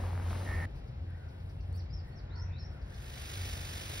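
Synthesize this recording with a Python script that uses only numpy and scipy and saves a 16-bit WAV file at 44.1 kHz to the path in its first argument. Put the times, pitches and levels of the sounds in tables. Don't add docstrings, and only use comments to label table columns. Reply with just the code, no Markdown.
import sys
import numpy as np
from scipy import signal
from scipy.fft import rfft, irfft, next_fast_len
from scipy.io import wavfile
from scipy.ndimage import map_coordinates

SR = 44100
rng = np.random.default_rng(int(sys.argv[2]) if len(sys.argv) > 2 else 0)


def pcm_store(signal):
    levels = np.round(np.clip(np.atleast_2d(signal), -1, 1) * 32767)
    wavfile.write(sys.argv[1], SR, levels.astype(np.int16).T)


N = 176400


def amp(db):
    return 10 ** (np.asarray(db) / 20)

def unit(x):
    return x / np.sqrt(np.mean(x ** 2) + 1e-20)

def clock():
    return np.arange(N) / SR

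def fader(rows):
    return amp(np.interp(clock(), *np.transpose(rows)))

def curve(points, hz):
    freqs, values = np.transpose(points)
    return np.interp(np.log(hz + 1), np.log(freqs + 1), values)

def wobble(per_s):
    return map_coordinates(rng.standard_normal(4096), [clock() * per_s], mode="wrap")

def filtered(x, response):
    size = next_fast_len(N + SR // 2)
    return irfft(rfft(x, size) * response(np.fft.rfftfreq(size, 1 / SR)), size)[..., :N]

def white():
    return rng.standard_normal((2, N))

def band(hz, width_hz):
    return unit(filtered(rng.standard_normal(N), lambda f: 1 / (1 + (2 * (f - hz) / width_hz) ** 4)))

def taps(per_s):
    hits = rng.random((2, N)) < per_s / SR
    return unit(hits * np.sign(white()) * amp(-1.5 * white()))

def add(out, start_s, x):
    i = max(0, round(start_s * SR))
    out[i:i + len(x)] += x[:max(0, N - i)]

def swell(start_s, length_s):
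    return np.sin(np.pi * np.clip((clock() - start_s) / length_s, 0, 1))

def echo(x, t60_s):
    t = np.arange(SR // 2) / SR
    tail = rng.standard_normal((2, len(t))) * amp(-60 * t / t60_s) * (t > .004)
    return signal.fftconvolve(x[None], tail / np.linalg.norm(tail[0]), axes=1)[:, :N]

def opening(cut_s=.657, fade_s=.0032):
    return np.clip((cut_s - clock()) / fade_s + .5, 0, 1)

def phase_split(lead, hz):
    return np.exp(1j * np.outer([.5, -.5], curve(lead, hz)))

# freq_hz, side_minus_mid_db
WIDTH = [(100, -25), (200, -17), (450, -7), (2000, -6), (5000, -9), (7000, -15), (15500, -15)]

def stereo(pair, eq, pan, lead):
    mid, side = filtered(pair, lambda hz: amp(curve(eq, hz) + np.outer([0, 1], curve(WIDTH, hz))))
    place = lambda hz: amp(np.outer([.5, -.5], curve(pan, hz))) * phase_split(lead, hz)
    return unit(filtered(np.array([mid + side, mid - side]), place))


# freq_hz, gain_db
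AIR_EQ = [(80, -17), (200, -1.5), (330, 0), (550, -3), (700, -2.5), (1100, -11), (2000, -14.5), (3100, -18),
          (4800, -22), (6500, -31.5), (10000, -95), (15500, -57)]
# freq_hz, left_minus_right_db
YARD_BALANCE = [(60, 1.5), (180, 3), (450, 5.5), (1650, 2), (5000, -0.5)]
# freq_hz, left_lead_rad
YARD_PHASE = [(220, 0), (500, -1.78), (1100, -2), (2000, -1.5), (2800, -2.5), (3900, -4.5), (4900, -4),
              (6000, -11)]

def air(level_db=-56.5):
    return amp(level_db + .51 * wobble(5.15)) * stereo(white(), AIR_EQ, YARD_BALANCE, YARD_PHASE)

# time_s, level_db
MURMUR_FADER = [(.7, -85), (1, -81), (1.2, -77), (1.5, -88), (1.75, -71), (1.9, -74), (2.1, -66.5),
                (2.4, -63.5), (2.6, -64.5), (2.8, -67), (2.95, -60), (3.3, -59)]

def murmur():
    return fader(MURMUR_FADER) * echo(band(1540, width_hz=1200), t60_s=.075)

# time_s, level_db
BREEZE_FADER = [(0, -45), (.1, -47.5), (.22, -46.5), (.4, -46), (.52, -45), (.66, -45)]
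HISS_FADER = [(0, -58.5), (.2, -63), (.32, -55), (.5, -56.5), (.66, -59.5)]
# freq_hz, gain_db
BREEZE_EQ = [(60, -7.5), (150, 6), (300, -4), (550, -3.5), (850, -4.5), (1300, -10.5), (2200, -14.5),
             (3500, -34.5), (8000, -36)]
HISS_EQ = [(800, -17), (2500, 1), (4000, 0.5), (6200, -4.5), (8000, -6.5), (10500, -5.5), (13000, -14.5),
           (15500, -14.5)]
# freq_hz, left_lead_rad
BREEZE_PHASE = [(220, 0), (500, -.6), (1200, -.7), (1700, 0), (4000, 0), (4400, .9), (5000, 0)]

def breeze():
    flutter = amp(.85 * wobble(71.1))
    body = fader(BREEZE_FADER) * flutter * stereo(white(), BREEZE_EQ, YARD_BALANCE, BREEZE_PHASE)
    hiss = fader(HISS_FADER) * stereo(white(), HISS_EQ, YARD_BALANCE, BREEZE_PHASE)
    return opening() * (body + hiss)

# freq_hz, gain_db
RUMBLE_EQ = [(20, -25.5), (31, -20.5), (44, -1), (65, 2), (100, -6.5), (140, -7), (185, -18.5), (300, -31),
             (600, -96)]
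# time_s, gain_db
BASS_FADER = [(.7, 1), (1.3, -1), (1.7, 1), (2.2, -0.5), (2.6, 1.5), (2.95, -0.5), (3.3, -3), (3.6, 0.5),
              (4, -3)]

def air_conditioner(drone_hz=88.75, loud_db=-35.5, soft_db=-44, rumble_db=-43, fan_db=-72.5):
    hum = np.sin(2 * np.pi * np.cumsum(drone_hz + 2.46 * wobble(14)) / SR)
    loud = amp(loud_db) * unit(hum * amp(1.6 * wobble(25)))
    soft = amp(soft_db) * unit(hum * amp(2.8 * wobble(12)) + .55 * band(drone_hz, width_hz=5.3))
    rumble = amp(rumble_db) * stereo(white(), RUMBLE_EQ, YARD_BALANCE, BREEZE_PHASE)
    fan = amp(fan_db) * band(525.7, width_hz=17)
    after_cut = fader(BASS_FADER) * (soft + rumble) + fan
    return opening() * (loud + rumble) + (1 - opening()) * after_cut

# start_s, length_s, level_db, centre_hz, width_hz
FOWL_CALLS = [(1.02, .3, -71, 1560, 190), (1.15, .2, -69, 1490, 200), (1.034, .19, -72.5, 1860, 300),
              (1.567, .056, -76, 2710, 200), (1.844, .039, -74, 2250, 120), (1.97, .22, -72.5, 1890, 220),
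              (2.275, .23, -69, 1420, 260), (2.286, .18, -66.5, 950, 150), (2.296, .22, -71, 1980, 244),
              (2.43, .18, -71, 2410, 484), (2.68, .13, -68, 1420, 220)]

def far_fowl():
    calls = sum(amp(db) * swell(start_s, length_s) * band(hz, width_hz)
                for start_s, length_s, db, hz, width_hz in FOWL_CALLS)
    return amp(1) * calls + amp(3) * echo(calls, t60_s=.53)

# start_s, level_db
CHIP_CUES = [(.753, -69), (.775, -72), (.872, -72), (1.283, -71), (1.397, -73), (1.49, -68), (1.602, -69),
             (2.812, -69.5), (2.94, -60.5)]

def chipping_bird(length_s=.015):
    envelope = sum(amp(db) * swell(start_s, length_s) for start_s, db in CHIP_CUES)
    chips = envelope * band(5000, width_hz=1900)
    return amp(.5) * chips + amp(1.5) * echo(chips, t60_s=.15)

# start_s, length_s, level_db, start_hz, one_third_hz, two_thirds_hz, end_hz
SONG_NOTES = [(1.731, .045, -65, 4300, 4550, 4850, 5150), (1.772, .041, -57.5, 5300, 5700, 4950, 3600),
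              (1.897, .028, -62, 4550, 4800, 5000, 5150), (1.92, .04, -56.5, 5050, 5400, 5430, 5300),
              (1.958, .044, -57.5, 5300, 5150, 5000, 4200), (2.108, .04, -71, 4200, 4350, 4450, 4600),
              (2.157, .05, -62.5, 5650, 5500, 4750, 3600), (2.297, .088, -61.5, 3550, 4050, 4430, 4300),
              (2.349, .016, -61, 4300, 4600, 5200, 5900), (2.372, .068, -56.5, 5750, 5220, 5450, 6200),
              (2.524, .085, -62, 3520, 3780, 4060, 4400), (2.578, .018, -61, 4200, 4500, 5100, 5700),
              (2.584, .082, -56.5, 5550, 5250, 5350, 6050)]

def whistling_bird(trim_db=-.3, flicker_db=2.5):
    song, waver = np.zeros(N), 1 + .014 * wobble(350)
    for start_s, length_s, db, *pitches in SONG_NOTES:
        progress = np.linspace(0, 1, int(length_s * SR))
        glide_hz = np.polyval(np.polyfit(np.linspace(0, 1, 4), pitches, 3), progress)
        phase = 2 * np.pi * np.cumsum(glide_hz * waver[int(start_s * SR):][:len(progress)]) / SR
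        envelope = np.sqrt(np.abs(np.sin(np.pi * progress)))
        add(song, start_s, amp(db) * envelope * np.sin(phase))
    song *= amp(trim_db + flicker_db * wobble(120))
    scatter = amp(-5.5) * echo(song, t60_s=.06)
    return song + scatter + amp(-2) * echo(song, t60_s=.32)

# freq_hz, gain_db, t60_s
THROAT_MODES = [(1302, -15, 0.033), (1835, 2, 0.02), (2166, -7, 0.017), (2650, -15, 0.013)]

def buzzing_bird(start_s=.45, rise_s=.033, pulse_hz=79.85, jitter_s=.00008, level_db=-46.5, rasp=.38):
    pulses, t = np.zeros(N), np.arange(SR // 25) / SR
    for k, (slip, strength) in enumerate(rng.standard_normal((20, 2))):
        add(pulses, start_s + k / pulse_hz + jitter_s * slip, amp([.31 * strength]))
    ring = sum(amp(db - 60 * t / t60_s) * np.sin(2 * np.pi * hz * t) for hz, db, t60_s in THROAT_MODES)
    ring *= 1 - np.exp(-t / .0049)
    ring /= np.sqrt(np.sum(ring ** 2) * pulse_hz / SR)
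    buzz = signal.fftconvolve(pulses, ring)[:N]
    voice = np.sqrt(1 - rasp ** 2) * buzz + rasp * band(1920, width_hz=520)
    voice *= amp(level_db) * np.clip((clock() - start_s) / rise_s, 0, 1)
    return opening() * (voice * amp([[-.5], [.5]]) + amp(-4) * echo(voice, t60_s=.14))

# start_s, level_db, centre_hz
CRACKLE_CUES = [(.039, -31.5, 1200), (.066, -32.5, 900), (.089, -34, 800), (.107, -37, 1500),
                (.131, -30.5, 1000), (.154, -37, 1300), (.177, -33, 1300), (.199, -30.5, 1100),
                (.221, -33.5, 1200), (.243, -34, 1100), (.264, -32.5, 1000), (.286, -33, 900),
                (.307, -34.5, 1700), (.33, -27, 1400), (.355, -34, 1100), (.381, -33, 800),
                (1.105, -61.5, 11000), (1.728, -49.5, 8000)]

def crackles(knock_t60_s=.0035, tail_t60_s=.016, tail_db=-14):
    out, t = np.zeros(N), np.arange(SR // 20) / SR
    for start_s, db, hz in CRACKLE_CUES:
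        knock = np.sin(2 * np.pi * hz * t) * amp(-60 * t / knock_t60_s)
        tail = band(hz, 1.5 * hz)[:len(t)] * amp(tail_db - 60 * t / tail_t60_s)
        add(out, start_s, amp(db) * (knock + tail))
    return out * amp([[1.5], [-1.5]])

# time_s, level_db
BRUSH_FADER = [(.66, -82), (.73, -82), (.765, -74), (.84, -83), (1.05, -85.5), (1.2, -79), (1.42, -78.5),
               (1.51, -75), (1.62, -80), (1.735, -79), (1.762, -67), (1.8, -79), (1.87, -91), (2.01, -87),
               (2.08, -76.5), (2.16, -83), (2.3, -90), (2.56, -90), (2.68, -84), (2.72, -77.5), (2.8, -87),
               (3, -88)]
# freq_hz, gain_db
BRUSH_EQ = [(1000, -67), (3000, -1), (5000, -2), (7000, -6), (9000, 2), (11500, 4), (13500, -2),
            (15500, -2)]
# freq_hz, left_minus_right_db
TRAIN_BALANCE = [(300, -1.4), (1650, -3), (5000, -0.8), (12000, 1)]

def feather_brush(waver_db=1.5):
    grain = taps(per_s=2000) + .29 * white()
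    brush = stereo(grain, BRUSH_EQ, TRAIN_BALANCE, YARD_PHASE)
    return fader(BRUSH_FADER) * amp(waver_db * wobble(25)) * brush

# time_s, level_db
SHIVER_FADER = [(2.55, -100), (2.8, -78.5), (2.9, -65), (3.04, -55), (3.14, -51.5), (3.24, -49),
                (3.35, -46), (3.6, -45), (3.82, -45.5), (4, -44)]
# freq_hz, width_hz, gain_db
SHAFT_MODES = [(1640, 37, 1), (2290, 140, 2), (2560, 24, 7), (2980, 26, 8.5), (3560, 37, 4),
               (4250, 27, -11.5), (4800, 92, 0), (4900, 51, 3.5), (5600, 36, 7)]
# freq_hz, gain_db
RATTLE_EQ = [(120, -8), (200, 4), (350, 0), (550, 0), (1100, -1.5), (1700, -.5), (2200, -1), (2900, 1),
             (3700, 1), (4500, -1.5), (5300, -2.5), (6500, -3.5), (8000, -7), (10500, -8), (12800, -9.5),
             (15500, -11)]
# freq_hz, left_lead_rad
RATTLE_PHASE = [(220, 0), (800, -1.5), (1400, -4.6), (1700, -6.1), (2150, -6.4), (2900, -9.5),
                (3600, -11.2), (4400, -11.6), (5100, -12.5)]

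def train_shiver(shake_hz=25.3, tap_depth=.21, swing_depth=.13, waver_db=.7):
    phase = 2 * np.pi * np.cumsum(shake_hz + .5 * wobble(3.93)) / SR
    shake = 1 + tap_depth * np.cos(2 * phase) + swing_depth * np.cos(phase)
    shake *= amp(waver_db * wobble(15))
    contacts = taps(per_s=5000) + 1.83 * white()
    shafts = lambda f: amp(sum(db / (1 + (2 * (f - hz) / width) ** 2) for hz, width, db in SHAFT_MODES))
    rattle = stereo(filtered(contacts, shafts), RATTLE_EQ, TRAIN_BALANCE, RATTLE_PHASE)
    return fader(SHIVER_FADER) * shake * rattle


def scene():
    bed = air_conditioner() + air() + breeze() + murmur()
    peacock = train_shiver() + feather_brush()
    return bed + peacock + crackles() + buzzing_bird() + whistling_bird() + chipping_bird() + far_fowl()

# freq_hz, left_lead_rad
MIC_PHASE = [(5200, 0), (6000, 1.55), (7000, 3.05), (8000, 3.3), (9000, 4.9), (9900, 6.2), (11400, 6.4),
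             (12000, 7.8), (13000, 9.3), (14300, 9.6), (15700, 12.1)]

def record(dry, top_hz=15750):
    return filtered(dry, lambda hz: phase_split(MIC_PHASE, hz) * (hz < top_hz))


dry = scene()
out = record(dry)
pcm_store(out)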